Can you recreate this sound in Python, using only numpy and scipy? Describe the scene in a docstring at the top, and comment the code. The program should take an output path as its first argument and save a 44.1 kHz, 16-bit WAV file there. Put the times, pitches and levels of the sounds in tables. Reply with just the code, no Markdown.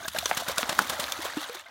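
"""A soaked dog shakes itself in a shallow lake, about ten half-turns a second, then wades off.
At each turn its ears and coat whip out a sheet of spray, and now and then a wet ear claps on its head.
Drops patter back on the lake, the legs churn the water, and trapped pockets of air ring as plops.
Ripples and nearby logs give the shaking a short echo, and moving air rumbles softly underneath."""
import sys
import numpy as np
from scipy import signal
from scipy.fft import rfft, irfft
from scipy.io import wavfile

SR = 44100
rng = np.random.default_rng(int(sys.argv[2]) if len(sys.argv) > 2 else 0)


def inscribe(sig):
    """Save sig as 16-bit PCM at rate SR to the path in sys.argv[1].

    A 1-D sig is mono; a 2-D sig holds one channel per row.
    Samples are clipped to [-1, 1] before scaling.
    """
    pcm = np.round(np.clip(np.atleast_2d(sig).T, -1, 1) * 32767)
    wavfile.write(sys.argv[1], SR, pcm.astype(np.int16))


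N = 74970
TIME = np.arange(N) / SR
TOP_HZ = 15900   # treble above this is cut away


def from_db(db):
    """Turn decibels into a number to multiply by."""
    return 10 ** (np.asarray(db) / 20)


def rms_one(x):
    """Scale a sound so that its average strength (rms) is 1."""
    return x / np.sqrt(np.mean(x ** 2) + 1e-20)


def level(curve):
    """Join (time [s], level [dB]) points into a smooth volume curve."""
    return from_db(np.interp(TIME, *np.transpose(curve)))


def coloured(x, colour, tilt_db=0):
    """Shape a sound's bass and treble, brighter by tilt_db per octave; strength 1."""
    octave = np.log2(np.maximum(np.fft.rfftfreq(N, 1 / SR), 1))
    hz, db = np.transpose(colour)
    octaves_outside = np.maximum(np.log2(hz[0]) - octave, 0) + np.maximum(octave - np.log2(hz[-1]), 0)
    gain_db = np.interp(octave, np.log2(hz), db) + tilt_db * octave - 20 * octaves_outside
    return rms_one(irfft(rfft(x) * from_db(gain_db), N))


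def swell(s, rise_s, fall_s):
    """A volume curve that grows to a peak at time s, then dies away."""
    return np.exp(-np.maximum((s - TIME) / rise_s, (TIME - s) / fall_s))


def wander(step_s):
    """A new random value every step, joined by straight lines."""
    return np.interp(TIME / step_s, np.arange(N), rng.standard_normal(N))


def impacts(per_s, spread_db):
    """Clicks at random times and of random sizes."""
    sizes = from_db(spread_db * np.minimum(rng.exponential(1, N), 4))
    return sizes * rng.choice([-1, 1], N) * (rng.random(N) < per_s / SR)


def pulse(s, low_hz, high_hz, order):
    """A sudden push of air at time s that swings a few times; peak 1."""
    band = signal.butter(order, [low_hz, high_hz], "band", fs=SR, output="sos")
    wave = signal.sosfilt(band, signal.unit_impulse(N, int(s * SR)) + 1e-18)
    return wave / np.abs(wave).max()


def ring(clicks, hz, ring_s):
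    """Each click starts a pure tone that fades by 60 dB in ring_s."""
    decay = np.exp(-np.log(1000) / (ring_s * SR))
    angle = 2 * np.pi * hz / SR
    return signal.lfilter([0, np.sin(angle)], [1, -2 * decay * np.cos(angle), decay * decay], clicks + 1e-18)


def bubbling(clicks, low_hz, high_hz, cycles, sizes):
    """Each click rings a bubble of a random size, and small, high ones fade sooner; strength 1."""
    size = rng.integers(0, sizes, N)
    pitches = np.geomspace(low_hz, min(high_hz, TOP_HZ), sizes)
    return rms_one(sum(hz * ring(clicks * (size == k), hz, cycles / hz) for k, hz in enumerate(pitches)))


def bubble(s, hz, ring_s, attack_s):
    """One bubble rings and fades, trembling in the stirred water and rising in pitch as its air shifts."""
    climb_per_s, wobble = 1.3, 0.019   # shares of the starting pitch
    wobble_s, wobble_db = 0.0045, 1.1
    age = np.maximum(TIME - s, 0)
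    volume = (1 - np.exp(-age / attack_s)) * np.exp(-np.log(1000) * age / ring_s)
    pitch = hz * (1 + climb_per_s * age + wobble * wander(wobble_s)) * (age > 0)
    return volume * from_db(wobble_db * wander(wobble_s)) * np.sin(2 * np.pi * np.cumsum(pitch) / SR)


# How loud the moving air is: (time [s], level [dB])
AIR_LEVEL = [(0, -56.5), (.5, -55.5), (1.0, -56), (1.42, -60), (1.55, -75.5), (1.7, -74)]
# Its deep tone: (frequency [Hz], relative level [dB])
AIR_COLOUR = [(20, -30), (38, -10), (60, 2), (85, 4), (130, -9), (250, -7), (600, -46)]


def air_rumble():
    """Moving air makes a soft, low noise."""
    return level(AIR_LEVEL) * coloured(rng.standard_normal(N), AIR_COLOUR)


# How strongly the legs stir the water: (time [s], relative level [dB])
STIR_LEVEL = [(0, -47), (.04, -53), (.11, -65), (.17, -41.5), (.24, -51.5), (.33, -38.5), (.44, -54),
              (.49, -32), (.545, -45), (.61, -39.5), (.66, -39), (.81, -42.5), (1.10, -40.5), (1.18, -44),
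              (1.28, -38.5), (1.34, -45.5), (1.47, -46.5), (1.57, -52), (1.64, -58.5), (1.7, -53.5)]
# The tone of stirred water: (frequency [Hz], relative level [dB])
STIR_COLOUR = [(120, -24), (280, -1), (400, -6), (620, 1), (900, -0.5), (1450, 0), (2100, -3.5),
               (2700, -12.5), (4500, -3)]


def churn():
    """Small bubbles ring in the rush of water around the legs."""
    churn_db, wash_db = 2.5, -6
    bubbles = bubbling(impacts(per_s=1500, spread_db=3.5), 523.5, 3070, cycles=27.7, sizes=44)
    wash = from_db(wash_db) * coloured(rng.standard_normal(N), STIR_COLOUR)
    water = coloured(bubbles, STIR_COLOUR) + wash
    return from_db(churn_db) * level(STIR_LEVEL) * rms_one(water)


# Big bubbles: (time [s], level [dB], starting pitch [Hz], time to fade by 60 dB [s])
BIG_BUBBLES = [(.005, -34, 680, 0.054), (.052, -28.5, 653, 0.056), (0.025, -35.5, 1513, 0.11),
               (0.055, -25, 1643, 0.036), (.148, -21, 640, 0.053), (.162, -30, 1600, 0.052),
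               (.163, -23, 740, 0.017), (0.228, -24.5, 680, 0.045), (.297, -23, 584, 0.02),
               (.421, -20.5, 690, 0.03), (.495, -19.5, 538, 0.039), (0.574, -22.5, 1500, 0.037),
               (.590, -16, 616, 0.025), (.629, -21, 250, 0.031), (.631, -20, 505, 0.019),
               (.704, -24.5, 600, 0.045), (0.919, -21, 880, 0.018), (.992, -24, 587, 0.06),
               (1.190, -25, 320, 0.043), (1.253, -16.5, 497, 0.016), (1.370, -19, 300, 0.069),
               (1.494, -31.5, 473, 0.13), (1.55, -37.5, 368, 0.075), (1.658, -42.5, 660, 0.066),
               (1.659, -43, 1510, 0.099), (1.664, -42, 2090, 0.082), (1.682, -46, 1030, 0.065)]


def plops():
    """The legs trap large pockets of air, and each rings with a plop."""
    return sum(from_db(db) * bubble(s, hz, ring_s, attack_s=1 / hz) for s, db, hz, ring_s in BIG_BUBBLES)


# Drops that stand out: (time [s], level [dB], starting pitch [Hz])
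SINGLE_DROPS = [(.035, -34, 6400), (0.047, -28, 3660), (0.057, -33, 6300), (.063, -35, 11300),
                (.064, -35, 14900), (.129, -38, 10500), (.135, -41, 11700), (.174, -30, 12600),
                (0.247, -29, 6350), (0.264, -28, 2900), (0.348, -24.5, 6430), (1.441, -26.5, 3760),
                (1.571, -31.5, 3530)]


def pings():
    """A single drop makes a tiny bubble with a short, high ring."""
    return sum(from_db(db) * bubble(s, hz, ring_s=0.013, attack_s=0.00015) for s, db, hz in SINGLE_DROPS)


# The tone of the ringing drops: (frequency [Hz], relative level [dB])
RINGING_DROP_COLOUR = [(1000, 2), (1600, 0.5), (2400, -2), (3600, -3.5), (5000, -10), (6400, -13),
                       (9000, -10), (14000, -30)]


def plinks():
    """Some of the falling drops trap a bubble that rings a little longer."""
    rings = bubbling(impacts(per_s=280, spread_db=2), 994, 13040, cycles=49, sizes=60)
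    return coloured(rings, RINGING_DROP_COLOUR)


# How much water is falling back: (time [s], relative level [dB])
PATTER_LEVEL = [(0, -53), (.06, -52.5), (.11, -51.5), (.16, -46), (.23, -44), (.45, -46), (.545, -49.5),
                (.60, -40), (.655, -47), (.82, -45.5), (1.03, -45.5), (1.24, -44), (1.34, -46.5),
                (1.42, -42.5), (1.50, -49), (1.60, -47.5), (1.64, -60), (1.7, -61.5)]
# The tone of its patter: (frequency [Hz], relative level [dB])
PATTER_COLOUR = [(1200, 5.5), (2400, -7), (3600, 4), (5000, -6.5), (6300, -2), (8000, -8), (12000, -8),
                 (15500, -10)]


def falling_spray():
    """Flung drops fizz, tick and plink on the lake, over the hiss of a fine mist."""
    patter_db, plink_db = 4, -1
    tick_db, tick_fall_s, mist_db, clump_db = 1.5, 0.0015, -1.5, -0.5
    shake_end_s, fine_above_hz, fade_db_per_s = 1.02, 4900, 12.5
    fizz = bubbling(impacts(per_s=3500, spread_db=3), 2040, 16700, cycles=15, sizes=36)
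    # Bigger drops hit the surface, each with a tiny burst of noise.
    hits = np.abs(impacts(per_s=150, spread_db=-1))
    bursts = signal.lfilter([1], [1, -np.exp(-1 / (tick_fall_s * SR))], hits + 1e-18)
    ticks = from_db(tick_db) * rms_one(bursts * rng.standard_normal(N))
    mist = from_db(mist_db) * rng.standard_normal(N)
    clumps = from_db(clump_db * wander(step_s=0.01))   # the water lands unevenly
    patter = coloured((fizz + ticks) * clumps + mist, PATTER_COLOUR)
    # The finest, highest spray dies out once the shaking stops.
    coarse = signal.sosfiltfilt(signal.butter(2, fine_above_hz, fs=SR, output="sos"), patter)
    fine = (patter - coarse) * from_db(-fade_db_per_s * np.maximum(TIME - shake_end_s, 0))
    return level(PATTER_LEVEL) * (from_db(patter_db) * (coarse + fine) + from_db(plink_db) * plinks())


def echo(x):
    """Ripples and logs bounce a sound back as a short, blurred echo."""
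    echo_db, fade_s, delay_s = -14, 0.038, 0.0045
    tail = rng.standard_normal(N) * np.exp(-np.log(1000) * TIME / fade_s) * (TIME > delay_s)
    return from_db(echo_db) * signal.fftconvolve(x, tail / np.linalg.norm(tail))[:N]


def wet_crackle(colour, tilt_db):
    """Wet strands of fur and flying drops make a dense crackle."""
    return coloured(impacts(per_s=14000, spread_db=3.5), colour, tilt_db)


# Soft splashes: (time [s], level [dB], rise [s], fall [s], brightness [dB per octave])
SOFT_SPLASHES = [(0.057, -39, 0.02, 0.0021, -3), (.1485, -29.5, .001, 0.0014, -1),
                 (0.164, -33, 0.0058, 0.011, -.5), (0.265, -35.5, 0.0022, 0.0029, -0.5),
                 (.300, -32.5, 0.014, 0.0058, 2.5), (0.316, -29, 0.00058, 0.0031, -3),
                 (0.349, -35.5, 0.00053, 0.006, 11), (0.401, -30, 0.0079, 0.015, -.5),
                 (0.498, -33, 0.0033, .012, 0.5), (.518, -30, 0.0095, 0.0047, 1),
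                 (0.612, -32.5, 0.017, 0.015, 2), (0.729, -29, 0.011, 0.0044, -.5),
                 (0.801, -29, 0.012, 0.025, -4), (0.822, -31.5, 0.012, 0.0052, 1),
                 (0.904, -27, 0.0033, 0.0025, -0.5), (0.936, -31, 0.024, 0.0082, -1.5),
                 (1.033, -33.5, 0.0084, 0.013, 0), (1.221, -33.5, 0.0019, 0.0068, 1.5),
                 (1.250, -33.5, 0.0056, 0.0088, 5), (1.371, -31.5, 0.0023, 0.0054, -3.5),
                 (1.407, -39.5, 0.0019, 0.015, -3), (1.4967, -30.5, 0.0005, 0.002, 0),
                 (1.53, -41, 0.00082, 0.0015, 16), (1.548, -34, 0.0027, 0.0075, 1.5),
                 (1.573, -43, 0.00084, 0.0012, -1)]
# Their tone: (frequency [Hz], relative level [dB])
SPLASH_COLOUR = [(230, 0), (400, -3), (700, 4), (1500, 1.5), (2400, -8), (3500, 0), (5000, -6.5),
                 (6500, -6.5), (10000, -12), (15500, -16)]


def soft_splashes():
    """Wet fur swishes between turns, and the feet splash lightly as the dog wades off."""
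    return sum(from_db(db) * swell(s, rise_s, fall_s) * wet_crackle(SPLASH_COLOUR, tilt_db)
               for s, db, rise_s, fall_s, tilt_db in SOFT_SPLASHES)


# Ear slaps: (time [s], level [dB], low edge [Hz], high edge [Hz], ring pitch [Hz], ring vs. slap [dB])
EAR_SLAPS = [(0.2576, -13.5, 2780, 6600, 6090, -1.5), (0.3129, -7.5, 594, 2240, 780, -1),
             (0.5855, -20, 1300, 11300, 1500, -2), (0.6305, -10, 800, 3440, 1440, -15),
             (0.7904, -6, 860, 1670, 1370, -2), (1.0411, -16.5, 1510, 4400, 4080, -7),
             (1.1222, -12, 3000, 6100, 3560, -6)]


def ear_claps():
    """A wet ear slaps the head, and the pocket of air under it rings briefly."""
    out = np.zeros(N)
    low_cut = signal.butter(2, 810, "high", fs=SR, output="sos")
    for s, db, low_hz, high_hz, ring_hz, ring_db in EAR_SLAPS:
        pocket = signal.sosfilt(low_cut, bubble(s, ring_hz, ring_s=0.014, attack_s=0.0003))
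        out += from_db(db) * (pulse(s, low_hz, high_hz, order=3) + from_db(ring_db) * pocket)
    return out


# Half-turns: (time [s], spray level [dB], rise [s], fall [s], brightness [dB per octave], thump [dB])
HALF_TURNS = [(.0830, -21.5, 0.0018, 0.0029, 1.5, -36.5), (0.1865, -19, 0.00033, 0.003, 3, -34.5),
              (.2582, -18.5, 0.00084, 0.0034, -1.5, -54), (0.3747, -21, 0.0034, 0.0052, .6, -33),
              (0.4859, -25.5, 0.0029, 0.0038, 4, -33.5), (0.582, -16, 0.00083, 0.0026, 2, -34.5),
              (.6950, -21, 0.0021, 0.0063, -.5, -33), (0.7922, -16.5, 0.0027, 0.0011, 3.6, -34),
              (0.8976, -23.5, 0.0024, 0.0062, 3, -36.5), (0.9984, -23, 0.0014, 0.0084, 2.2, -34),
              (1.1224, -23, 0.0013, 0.0019, 3, -64)]
# The tone of spray leaving the coat: (frequency [Hz], relative level [dB])
TURN_COLOUR = [(200, -22), (500, -3), (1200, 6.5), (2300, -1), (3600, 4), (5000, -3), (6500, -3.5),
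               (10000, -8.5), (15500, -14)]


def coat_whips():
    """At each half-turn the ears and coat fling a sharp burst of spray, and the skin thumps softly."""
    thump_lead_s = 0.0031   # the skin pushes air just before the spray peaks
    out = np.zeros(N)
    for s, db, rise_s, fall_s, tilt_db, thump_db in HALF_TURNS:
        out += from_db(db) * swell(s, rise_s, fall_s) * wet_crackle(TURN_COLOUR, tilt_db)
        out += from_db(thump_db) * pulse(s - thump_lead_s, low_hz=90, high_hz=308, order=2)
    return out


def scene():
    """Add the dog, its echo, the lake and the air into one channel."""
    dog = coat_whips() + soft_splashes() + ear_claps()
    lake = plops() + pings() + falling_spray() + churn()
    air = air_rumble()
    return (dog + echo(dog) + lake + air)[None]


def record(dry):
    """The microphone loses the deep bass, and the highest treble is cut steeply."""
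    bass_cut = signal.butter(2, 50, "high", fs=SR, output="sos")
    treble_cut = signal.ellip(10, .1, 80, TOP_HZ, fs=SR, output="sos")
    return signal.sosfilt(treble_cut, signal.sosfilt(bass_cut, dry))


dry = scene()
out = record(dry)
inscribe(out)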